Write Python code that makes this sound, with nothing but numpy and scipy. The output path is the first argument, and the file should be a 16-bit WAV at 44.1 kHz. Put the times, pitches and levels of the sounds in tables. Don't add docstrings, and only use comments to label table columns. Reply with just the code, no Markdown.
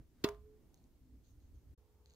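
import sys
import numpy as np
from scipy import signal
from scipy.fft import rfft, irfft
from scipy.io import wavfile

SR = 44100
rng = np.random.default_rng(int(sys.argv[2]) if len(sys.argv) > 2 else 0)


def wav_out(sig):
    wavfile.write(sys.argv[1], SR, np.round(np.clip(np.atleast_2d(sig).T, -1, 1) * 32767).astype(np.int16))


N = 94815
T = np.arange(N) / SR
HIT_S, BREAK_S, RESUME_S = 0.2393, 1.75, 1.776
BED_PAN_DB, AIR_LIKENESS = -1.83, 0.76


def from_db(db):
    return 10 ** (np.asarray(db) / 20)


def rms_one(x):
    return x / np.sqrt(np.mean(x ** 2) + 1e-20)


def in_time(rows):
    s, *columns = np.transpose(rows)
    return [np.interp(T, s, c) for c in columns]


def pan(db):
    return from_db(np.array([[db], [-db]]))


def envelope(start, rise, hold, t60):
    t = T - start
    return np.clip(t / rise, 0, 1) * 1e-3 ** (np.maximum(t - rise - hold, 0) / t60)


def stereo(three, likeness):
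    return np.sqrt(likeness) * three[0] + np.sqrt(1 - likeness) * three[1:]


def noise(likeness):
    return stereo(rng.standard_normal((3, N)), likeness)


def grains(per_s, likeness):
    occurs = rng.random((3, N)) < per_s / SR
    return stereo(occurs * rng.choice([-1, 1], (3, N)), likeness)


def colour(x, spectrum):
    hz, db = np.transpose(spectrum)
    f = np.maximum(np.arange(N // 2 + 1) * SR / N, 1)
    gain = from_db(np.interp(np.log(f), np.log(hz), db)) * (f > 10)
    return rms_one(irfft(rfft(x) * gain, N))


def resonance(x, hz, width_hz):
    r, w = np.exp(-np.pi * width_hz / SR), 2 * np.pi * hz / SR
    return signal.lfilter([0, np.sin(w)], [1, -2 * r * np.cos(w), r * r], x + 1e-18)


def delayed(x, seconds):
    hz = np.arange(N + 1) * SR / (2 * N)
    return irfft(rfft(x, 2 * N) * np.exp(-2j * np.pi * hz * seconds))[:N]


def crack():
    # frequency in Hz, relative spectral density in dB.
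    spectrum = [(300, -5.5), (800, -7.5), (1250, -1), (2200, -1), (2800, 2), (4500, 3.5), (5600, -6),
                (6700, -2), (8700, -22), (9400, -19.5), (10400, -16.5), (12500, -21.5), (14200, -11),
                (15300, -6), (16000, -19)]
    rattle = colour(grains(per_s=2900, likeness=0.59), spectrum)
    return from_db(-32.5) * pan(0.56) * rattle * envelope(HIT_S, rise=0.0017, hold=0.005, t60=0.02)


def thump():
    peak_s, rise_s, fall_s, push_hz = 0.2455, 0.0026, 0.0021, 343.2
    recoil_hz, recoil_width_s = 139, 0.0041
    t = T - peak_s
    pulse = np.exp(-(t / np.where(t < 0, rise_s, fall_s)) ** 2)
    push = np.cos(2 * np.pi * push_hz * t) * pulse
    recoil = np.cos(2 * np.pi * recoil_hz * t) * np.exp(-(t / recoil_width_s) ** 2)
    return from_db(-20) * push * pan(BED_PAN_DB) + from_db(-34) * recoil


def racket_modes():
    # frequency in Hz, level in dB, time to decay by 60 dB in seconds.
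    modes = [(220, -41, .1), (623, -49, .21), (672, -44, .24), (834, -53, .2), (931, -47, .21),
             (982, -52, .2), (1040, -46.5, .28), (1093, -52, .18), (1185, -49, .25), (1238, -47, .09),
             (1448, -49, .13), (1941, -43, .06), (2180, -51, .11), (2688, -42, .065), (3420, -44, .08),
             (4075, -47, .06), (4918, -44, .055)]
    return sum(from_db(db) * np.sin(2 * np.pi * (hz * T + rng.random()))
               * envelope(HIT_S + 0.0021, rise=0.0037, hold=0, t60=t60) for hz, db, t60 in modes)


def ping():
    # time in seconds, frequency in Hz, rms level in dB.
    lowest_mode = [(.24, 393, -39.5), (.27, 417.4, -41.5), (.305, 412, -45.5), (.35, 417.7, -59),
                   (.395, 420, -73), (.47, 426.3, -62.5), (.55, 427.3, -65.5), (.62, 429, -81),
                   (.8, 422.6, -100)]
    hz, db = in_time(lowest_mode)
    contact_s, rise_s = 0.007975, 0.00437
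    t = T - HIT_S - contact_s
    phase = 2 * np.pi * np.cumsum(hz * (t > 0)) / SR
    return np.sqrt(2) * from_db(db) * np.sin(phase) * np.clip(t / rise_s, 0, 1) * pan(BED_PAN_DB)


def echoes():
    # delay in seconds, gain in dB.
    reflections = [(0.0393, -57), (0.0485, -43.5), (0.051, -51.5), (0.107, -67)]
    # frequency in Hz, relative spectral density in dB.
    spectrum = [(400, 0.5), (1300, 3), (3000, -7), (6500, -6.5), (9000, -15), (15000, -12.5)]
    knock_hz = 1405.5
    snap = colour(noise(likeness=0.18), spectrum)
    knock = from_db(5.5) * np.sin(2 * np.pi * knock_hz * T)
    return sum(from_db(db) * (snap * envelope(HIT_S + s, rise=0.00033, hold=0.0006, t60=0.013)
                              + knock * envelope(HIT_S + s, rise=0.0002, hold=0, t60=0.0051))
               for s, db in reflections)


def scatter():
    # frequency in Hz, relative spectral density in dB.
    spectrum = [(150, -2), (400, 1), (1100, 2.5), (1800, -7.5), (4000, -13.5), (8000, -25.5),
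                (15000, -23.5)]
    tail = colour(noise(likeness=0.3), spectrum)
    return from_db(-46.5) * tail * envelope(HIT_S, rise=0.0062, hold=0.0037, t60=0.26)


def swish():
    # frequency in Hz, relative spectral density in dB.
    swing_spectrum = [(80, -6), (250, -8), (800, -21), (12000, -40.5)]
    back_spectrum = [(250, -4), (750, -3), (1500, -23), (9000, -24)]
    swing_s = 0.21
    swing_level = from_db(-68.5) * envelope(HIT_S - swing_s, swing_s, 0, 0.16) ** 2
    back_level = from_db(-81) * envelope(start=0.5, rise=0.2, hold=0.17, t60=0.53)
    swing = swing_level * colour(noise(AIR_LIKENESS), swing_spectrum)
    return swing + back_level * colour(noise(AIR_LIKENESS), back_spectrum)


def case(clicks, hard_db):
    # frequency in Hz, bandwidth in Hz.
    modes = [(4400, 650), (6450, 590)]
    lower, upper = (resonance(clicks, hz, width_hz) for hz, width_hz in modes)
    snap = signal.sosfilt(signal.butter(2, 4000, "high", fs=SR, output="sos"), clicks + 1e-18)
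    return from_db(-hard_db) * lower + upper + from_db(hard_db - 1) * snap


def ticks():
    # start in seconds, gain in dB, hardness in dB.
    touches = [(0.7433, -51.5, 10), (0.775, -65.5, 7.5), (.841, -62.5, 4), (1.308, -73, 18),
               (1.4025, -71, -0.5), (1.557, -70, 10), (2.059, -60, -8), (2.099, -58.5, 3),
               (2.1066, -65.5, -8), (2.119, -69, -6), (2.1372, -56, 6), (2.1453, -68.5, -7)]
    right = sum(from_db(db) * case(signal.unit_impulse(N, int(s * SR)), hard_db)
                for s, db, hard_db in touches)
    return np.array([delayed(right, seconds=0.00018), right])


def rustles():
    # start in seconds, hold in seconds, level in dB, hardness in dB.
    slides = [(0.742, 0.028, -84.5, -1.5), (1.232, 0.04, -81, 2), (1.262, 0.044, -84, 14),
              (1.399, 0.057, -87, 2), (1.537, 0.045, -88, 6.5), (2.055, 0.09, -81, -2)]
    slips = grains(per_s=2100, likeness=0.19)
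    return sum(from_db(db) * rms_one(case(slips, hard_db)) * envelope(s, rise=0.0099, hold=hold, t60=0.22)
               for s, hold, db, hard_db in slides)


def drone():
    band = rms_one(resonance(rng.standard_normal(N), hz=265, width_hz=30))
    return from_db(-69) * band * envelope(start=1.015, rise=0.052, hold=0.11, t60=0.14)


def rumble_and_traffic():
    # frequency in Hz, relative spectral density in dB.
    rumble_spectrum = [(25, -32.5), (55, 6), (80, -4), (120, -8.5), (180, -25), (400, -58.5)]
    traffic_spectrum = [(70, 6.5), (130, 1), (200, -4), (268, 1.5), (430, -10.5), (560, -17), (1000, -25),
                        (2000, -31.5), (5000, -48)]
    # time in seconds, level in dB.
    rumble_level = [(0, -57.5), (.12, -76.5), (.28, -59.5), (.46, -60), (.54, -74.5), (.9, -72.5),
                    (1.15, -61), (1.27, -69), (1.38, -58.5), (1.47, -64), (1.55, -55), (1.63, -68),
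                    (1.71, -55.5)]
    traffic_level = [(0, -58), (.06, -70.5), (.6, -65), (1.12, -70.5), (1.45, -66.5)]
    rumble = from_db(in_time(rumble_level)[0]) * colour(noise(likeness=0.92), rumble_spectrum)
    traffic = from_db(in_time(traffic_level)[0]) * colour(noise(AIR_LIKENESS), traffic_spectrum)
    return rumble + traffic


def hum_and_rumble():
    # frequency in Hz, rms level in dB.
    tones = [(424, -82.5), (484.5, -86), (904, -94)]
    # frequency in Hz, relative spectral density in dB.
    spectrum = [(20, -27), (72, 4.5), (110, -14.5), (200, -19), (450, -23), (650, -29.5), (920, -28.5),
                (1500, -39.5), (8000, -73)]
    hum = sum(np.sqrt(2) * from_db(db) * np.sin(2 * np.pi * (hz * T + rng.random())) for hz, db in tones)
    return hum + from_db(-66.5) * colour(noise(AIR_LIKENESS), spectrum)


def hiss():
    # frequency in Hz, relative spectral density in dB.
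    spectrum = [(6500, 0), (9500, -4), (13000, 0)]
    return from_db(-82) * colour(noise(likeness=0.11), spectrum)


def scene():
    left, right = crack() + thump() + racket_modes() + ping()
    racket = np.array([delayed(left, seconds=0.00006), right])
    events = racket + echoes() + scatter() + swish() + ticks() + rustles() + drone()
    background = np.where(T < BREAK_S, rumble_and_traffic(), hum_and_rumble())
    return events + background * pan(-0.75) + hiss()


def record(dry):
    fade_out_s, fade_in_s, stopband_hz = 0.012, 0.003, 16200
    gate = np.clip(np.maximum((BREAK_S - T) / fade_out_s, (T - RESUME_S) / fade_in_s), 0, 1)
    return signal.sosfilt(signal.cheby2(16, 60, stopband_hz, fs=SR, output="sos"), dry * gate)


dry = scene()
out = record(dry)
wav_out(out)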